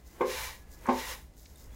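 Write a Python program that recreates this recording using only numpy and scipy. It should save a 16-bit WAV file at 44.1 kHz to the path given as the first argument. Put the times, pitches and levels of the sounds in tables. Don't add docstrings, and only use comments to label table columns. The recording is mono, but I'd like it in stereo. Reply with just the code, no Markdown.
import sys
import numpy as np
from scipy import signal
from scipy.fft import rfft, irfft
from scipy.io import wavfile
from scipy.ndimage import uniform_filter1d

SR = 44100
rng = np.random.default_rng(int(sys.argv[2]) if len(sys.argv) > 2 else 0)


def master_out(mix):
    frames = np.transpose(np.atleast_2d(mix))
    ceiling = np.clip(frames, -1, 1)
    pcm = np.round(ceiling * 32767).astype(np.int16)
    wavfile.write(sys.argv[1], SR, pcm)


N = 77175

# pitch in Hz, dB when hit at the back, dB when hit mid-tray, t60 in seconds.
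TRAY_MODES = [(222, -44, -43, .3), (251, -34.5, -25, .38), (360, -26.5, -30, .4), (381, -27.5, -44, .32),
              (418, -30, -37.5, .6), (484, -24.5, -38, .32), (515, -29.5, -41, .85), (535, -33, -42, .5),
              (554, -37, -30, .35), (576, -37, -37.5, .5), (662, -52, -38, .27), (714, -39, -34, .28),
              (748, -48, -38, .29), (787, -45, -24.5, .22), (845, -41, -29, .22), (898, -42, -28.5, .7),
              (934, -43, -38, .3), (981, -40, -27, .23), (1060, -21, -25.5, .23), (1105, -33, -33, .2),
              (1170, -39, -40, .22), (1522, -55, -36, .2), (2092, -38, -40, .16), (2280, -45, -43, .17)]
# frequency in Hz, level in dB.
CLATTER_COLOUR = [(60, -28), (150, -14), (235, 4.5), (295, -8.5), (370, -4.5), (510, 6.5), (620, -19.5),
                  (800, -1), (1100, 6), (1320, -10), (1600, -2.5), (1830, -12.5), (2130, -5), (2700, -22),
                  (3700, -24), (4600, -38), (7000, -29), (16000, -105)]
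# start in seconds, ring in dB, place (0 back, 1 middle), attack in seconds,
# clatter in dB, push in dB, seconds until the piled grain chokes the ring.
LANDING_HITS = [(0.2066, -1, 0, 0.0039, -27.5, -54, 0.16), (.886, 0.5, 0.99, 0.0024, -25, -31, 0.12)]


def thump(start, ring_db, place, attack_s, clatter_db, push_db, choke_s):
    push_hz, push_s = 242.4, 0.024
    hold_s, drop_s, tail_db, tail_t60 = 0.0087, 0.0035, -1.5, 0.31
    t = since(start)
    ring = sum(amp(back + (middle - back) * place - 60 * t / t60)
               * np.sin(2 * np.pi * (hz * t + rng.random())) for hz, back, middle, t60 in TRAY_MODES)
    choke = np.exp(-(t / choke_s) ** 7.4)
    crash = np.exp(-np.maximum(t - attack_s - hold_s, 0) / drop_s)
    tail = amp(tail_db - 60 * t / tail_t60)
    clatter = amp(clatter_db) * np.maximum(crash, tail) * noise(eq(CLATTER_COLOUR))
    push = amp(push_db) * arch(t, push_s) * np.sin(2 * np.pi * push_hz * t)
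    return np.minimum(t / attack_s, 1) * (amp(ring_db) * ring * choke + clatter) + push


# start in seconds, level in dB, rattle centre in Hz.
CLUMP_HITS = [(0.197, -39.5, 790), (0.2157, -23, 473), (0.855, -30, 1270), (0.868, -28, 1230),
              (.878, -29, 406), (0.908, -26.5, 1080), (1.010, -35.5, 440)]


def clump(start, db, hz, attack_s=0.004, t60=0.067):
    t = since(start)
    rattle = noise(eq(CLATTER_COLOUR) * band(hz, octaves=0.88))
    return np.minimum(t / attack_s, 1) * amp(db - 60 * t / t60) * rattle


# time in seconds, level in dB, treble lift in dB.
SHOWER_CURVES = [
    [(.22, -66, -16), (.246, -60.5, -18), (.27, -51, -0.5), (.31, -43, -2), (.39, -42.5, -1), (.45, -44, 2),
     (.5, -48, -2.5), (.56, -59, 2.5), (.63, -76, 6)],
    [(.9, -49.5, -33), (.93, -52, -2.5), (.965, -48.5, -1), (.995, -42.5, -4), (1.04, -46.5, -1),
     (1.105, -44, 2.5), (1.135, -46, 0), (1.165, -55.5, 2), (1.22, -66, 5), (1.3, -84.5, 9)],
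]
# frequency in Hz, level in dB.
SWISH_COLOUR = [(180, -28), (330, -39), (400, -19), (520, -2), (650, -15), (800, -7.5), (1020, -2.5),
                (1180, -2.5), (1300, -8), (1550, -4.5), (2050, -4.5), (2400, -7), (2590, -10.5), (2820, -9),
                (3920, -6), (4550, -10), (5300, -8), (7300, -10), (8200, -16), (10300, -13), (15800, -14.5)]
# pitch in Hz, width in Hz, dB in the first toss, dB in the second.
SHOWER_RESONANCES = [(885, 9.8, -12, -12), (1013, 44, -11, -20), (1750, 9.4, -21.5, -25),
                     (1905, 6.9, -6, -5), (2036, 32, -10, -11.5), (2322, 67, -10.5, -14),
                     (2787, 72, -15.5, -12.5)]


def shower(curve, toss):
    times, db, lift_db = np.transpose(curve)
    hits = kernels(per_s=12000, spread_db=2.5)
    hiss = amp(7.5) * coloured(hits, eq(SWISH_COLOUR))
    body = lowpass(hiss, hz=7040)
    treble = (hiss - body) * amp(np.interp(since(0), times, lift_db))
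    rings = sum(amp(ring_db[toss]) * coloured(hits, resonance(hz, width))
                for hz, width, *ring_db in SHOWER_RESONANCES)
    return (body + treble + rings) * fader(np.transpose([times, db]))


# time in seconds, level in dB.
SLIDE_CURVES = [
    [(0.0, -64), (0.026, -74), (0.082, -58.5), (0.13, -62), (0.22, -58.5), (0.246, -80), (0.26, -49)],
    [(0.62, -64), (0.656, -75), (0.7, -59.5), (0.746, -53.5), (0.804, -60.5), (0.872, -58), (0.92, -76)],
    [(1.3, -88), (1.364, -65), (1.376, -56.5), (1.54, -62), (1.6, -57.5), (1.704, -64.5), (1.75, -61.5)],
]
# frequency in Hz, level in dB.
FIZZ_COLOUR = [(880, -56), (1500, 2), (1720, -28.5), (1810, -23), (2550, -19), (3640, -2.5), (4480, 0.5),
               (7040, 4.5), (8490, -4), (15800, 1.5)]


def slide(skid_s=0.024, skid_db=2):
    fizz = amp(1.06) * coloured(kernels(per_s=2200, spread_db=3), eq(FIZZ_COLOUR))
    window = round(skid_s * SR)
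    drift = uniform_filter1d(uniform_filter1d(rng.standard_normal(N), window), window)
    skids = amp(skid_db * unit(drift))
    return fizz * skids * sum(fader(curve) for curve in SLIDE_CURVES)


# time in seconds, level in dB.
RUSTLE_CURVE = [(0, -65), (.11, -61), (.16, -55), (.22, -50.5), (.6, -62), (.79, -59), (.85, -48.5),
                (1.18, -55.5), (1.3, -67.5), (1.55, -62.5), (1.65, -59.5), (1.75, -58.5)]
# frequency in Hz, level in dB.
RUSTLE_EQ = [(150, 0), (480, 4.5), (700, -1), (1000, 0.5), (1350, -1), (2000, -3), (2700, -8), (5000, -15)]
# pitch in Hz, width in Hz, level in dB.
SHEET_RESONANCES = [(2023, 99, -13)]


def rustle():
    rub = noise(eq(RUSTLE_EQ))
    rings = sum(amp(db) * noise(resonance(hz, width)) for hz, width, db in SHEET_RESONANCES)
    return (rub + rings) * fader(RUSTLE_CURVE)


# start in seconds, level in dB, pitch in Hz, t60 in seconds.
KERNEL_TICKS = [(0.715, -47.5, 9500, 0.01), (0.727, -50, 7000, .01), (0.866, -44, 7000, 0.016),
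                (1.337, -57.5, 6700, 0.011), (1.3782, -48, 7700, 0.011), (1.4554, -49, 5600, 0.026),
                (1.458, -51, 2200, 0.022), (1.4597, -46.5, 4300, 0.018), (1.534, -55, 15000, 0.009),
                (1.558, -48, 8900, 0.015), (1.583, -52, 11500, 0.01), (1.658, -51, 7000, 0.009)]


def tick(start, db, hz, t60):
    t = since(start)
    return (t > 0) * amp(db - 60 * t / t60) * noise(band(hz, octaves=0.38))


# frequency in Hz, left minus right in dB.
TRAY_BALANCE = [(60, 1.5), (500, -2.5), (860, 2), (1200, -3.5), (1580, 5), (2080, -9.5), (2750, 2),
                (3300, -6.5), (4500, -2.5), (7500, 2), (12500, -7.5), (16000, -14)]
# frequency in Hz, phase lead in radians.
LEFT_LEAD = [(20, -1), (550, 0.24), (1050, 1.5), (1400, 2.5), (1800, 1.5), (2200, 5.5), (2750, 5.5),
             (3600, 10), (16000, 48.5)]


def place_tray(x):
    half = amp(across_bins(TRAY_BALANCE) / 2)
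    pair = np.array([half, np.exp(-1j * across_bins(LEFT_LEAD)) / half])
    pair_rms = np.sqrt(np.mean(abs(pair) ** 2, axis=0))
    return irfft(rfft(x) * pair / pair_rms, N)


# frequency in Hz, level in dB.
AIR_COLOUR = [(20, -9), (40, -5.5), (58, 1), (85, -11), (125, -14.5), (200, -17), (450, -27), (800, -30.5),
              (1500, -51), (3500, -41), (8000, -44), (16000, -57)]
# time in seconds, gain in dB.
RUMBLE_SWELL = [(0, -4.5), (.25, -2.5), (.41, 7), (.6, 0), (.73, 2.5), (1.0, 0.5), (1.15, 3.5), (1.33, -4),
                (1.55, -1), (1.68, 3.5)]


def garden_air():
    hum = amp(-55.5) * noise(resonance(hz=58.7, width=19))
    air = amp(-52.5) * noise(eq(AIR_COLOUR)) + hum
    rumble = lowpass(air, hz=138)
    swell = amp(np.interp(since(0), *np.transpose(RUMBLE_SWELL)))
    return air - rumble + rumble * swell


# start in seconds, length in seconds, pitch in Hz, level in dB.
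FAR_CHIRPS = [(1.557, 0.0075, 3650, -57), (1.588, 0.009, 3640, -61), (1.603, .022, 3600, -67),
              (1.715, 0.033, 3280, -65)]
# time in seconds, level in dB.
THIN_TONE_CURVE = [(.57, -79), (.62, -63.5), (.69, -78), (.745, -64), (.82, -72)]


def faint_tones():
    chirps = sum(amp(db) * arch(since(start), length) * whistle(hz, waver=0.025)
                 for start, length, hz, db in FAR_CHIRPS)
    return chirps + fader(THIN_TONE_CURVE) * whistle(hz=1690, waver=0.0044)


# frequency in Hz, left-right likeness from 0 to 1.
STEREO_LIKENESS = [(25, 0.73), (60, 0.87), (120, 0.6), (400, 0.59), (700, 0.54), (1100, 0.71), (2200, 0.16),
                   (3500, 0.18), (8000, 0.034), (16000, 0.69)]


def coloured(pair, gain):
    left, other = rfft(pair)
    same = across_bins(STEREO_LIKENESS)
    right = same * left + np.sqrt(1 - same ** 2) * other
    return unit(irfft(np.array([left, right]) * gain, N))


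def noise(gain):
    return coloured(rng.standard_normal((2, N)), gain)


def kernels(per_s, spread_db):
    size = amp(spread_db * np.minimum(rng.exponential(1, (2, N)), 5))
    return size * rng.choice([-1, 1], (2, N)) * (rng.random((2, N)) < per_s / SR)


def whistle(hz, waver):
    drift = unit(lowpass(rng.standard_normal(N), hz=50))
    return np.sin(2 * np.pi * np.cumsum(hz * (1 + waver * drift)) / SR)


def since(start):
    return np.maximum(np.arange(N) / SR - start, 0)


def arch(t, length):
    return np.sin(np.pi * np.minimum(t / length, 1))


def fader(points):
    times, db = np.transpose(points)
    t = since(0)
    outside_s = abs(t - np.clip(t, times[0], times[-1]))
    return amp(np.interp(t, times, db) - 600 * outside_s)


def bins():
    return np.fft.rfftfreq(N, 1 / SR)


def across_bins(points):
    hz, value = np.transpose(points)
    return np.interp(np.log(bins() + 1), np.log(hz + 1), value)


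def eq(points):
    return amp(across_bins(points))


def resonance(hz, width):
    return 1 / (1 + (2 * (bins() - hz) / width) ** 2)


def band(hz, octaves):
    return np.exp(-.5 * (np.log2((bins() + 1) / hz) / octaves) ** 2)


def lowpass(x, hz):
    return irfft(rfft(x) / (1 + (bins() / hz) ** 6), N)


def amp(db):
    return 10 ** (np.asarray(db) / 20)


def unit(x):
    return x / np.sqrt(np.mean(x ** 2) + 1e-20)


def scene():
    thumps = sum(thump(*row) for row in LANDING_HITS)
    clumps = sum(clump(*row) for row in CLUMP_HITS)
    showers = sum(shower(curve, toss) for toss, curve in enumerate(SHOWER_CURVES))
    sliding = slide() + rustle()
    ticks = sum(tick(*row) for row in KERNEL_TICKS)
    return place_tray(thumps + clumps + showers + sliding + ticks) + garden_air() + faint_tones()


def record(dry, top_hz=15900):
    taps = signal.firwin(511, top_hz, window=("kaiser", 9), fs=SR)
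    return signal.oaconvolve(dry, taps[None], "same")


dry = scene()
out = record(dry)
master_out(out)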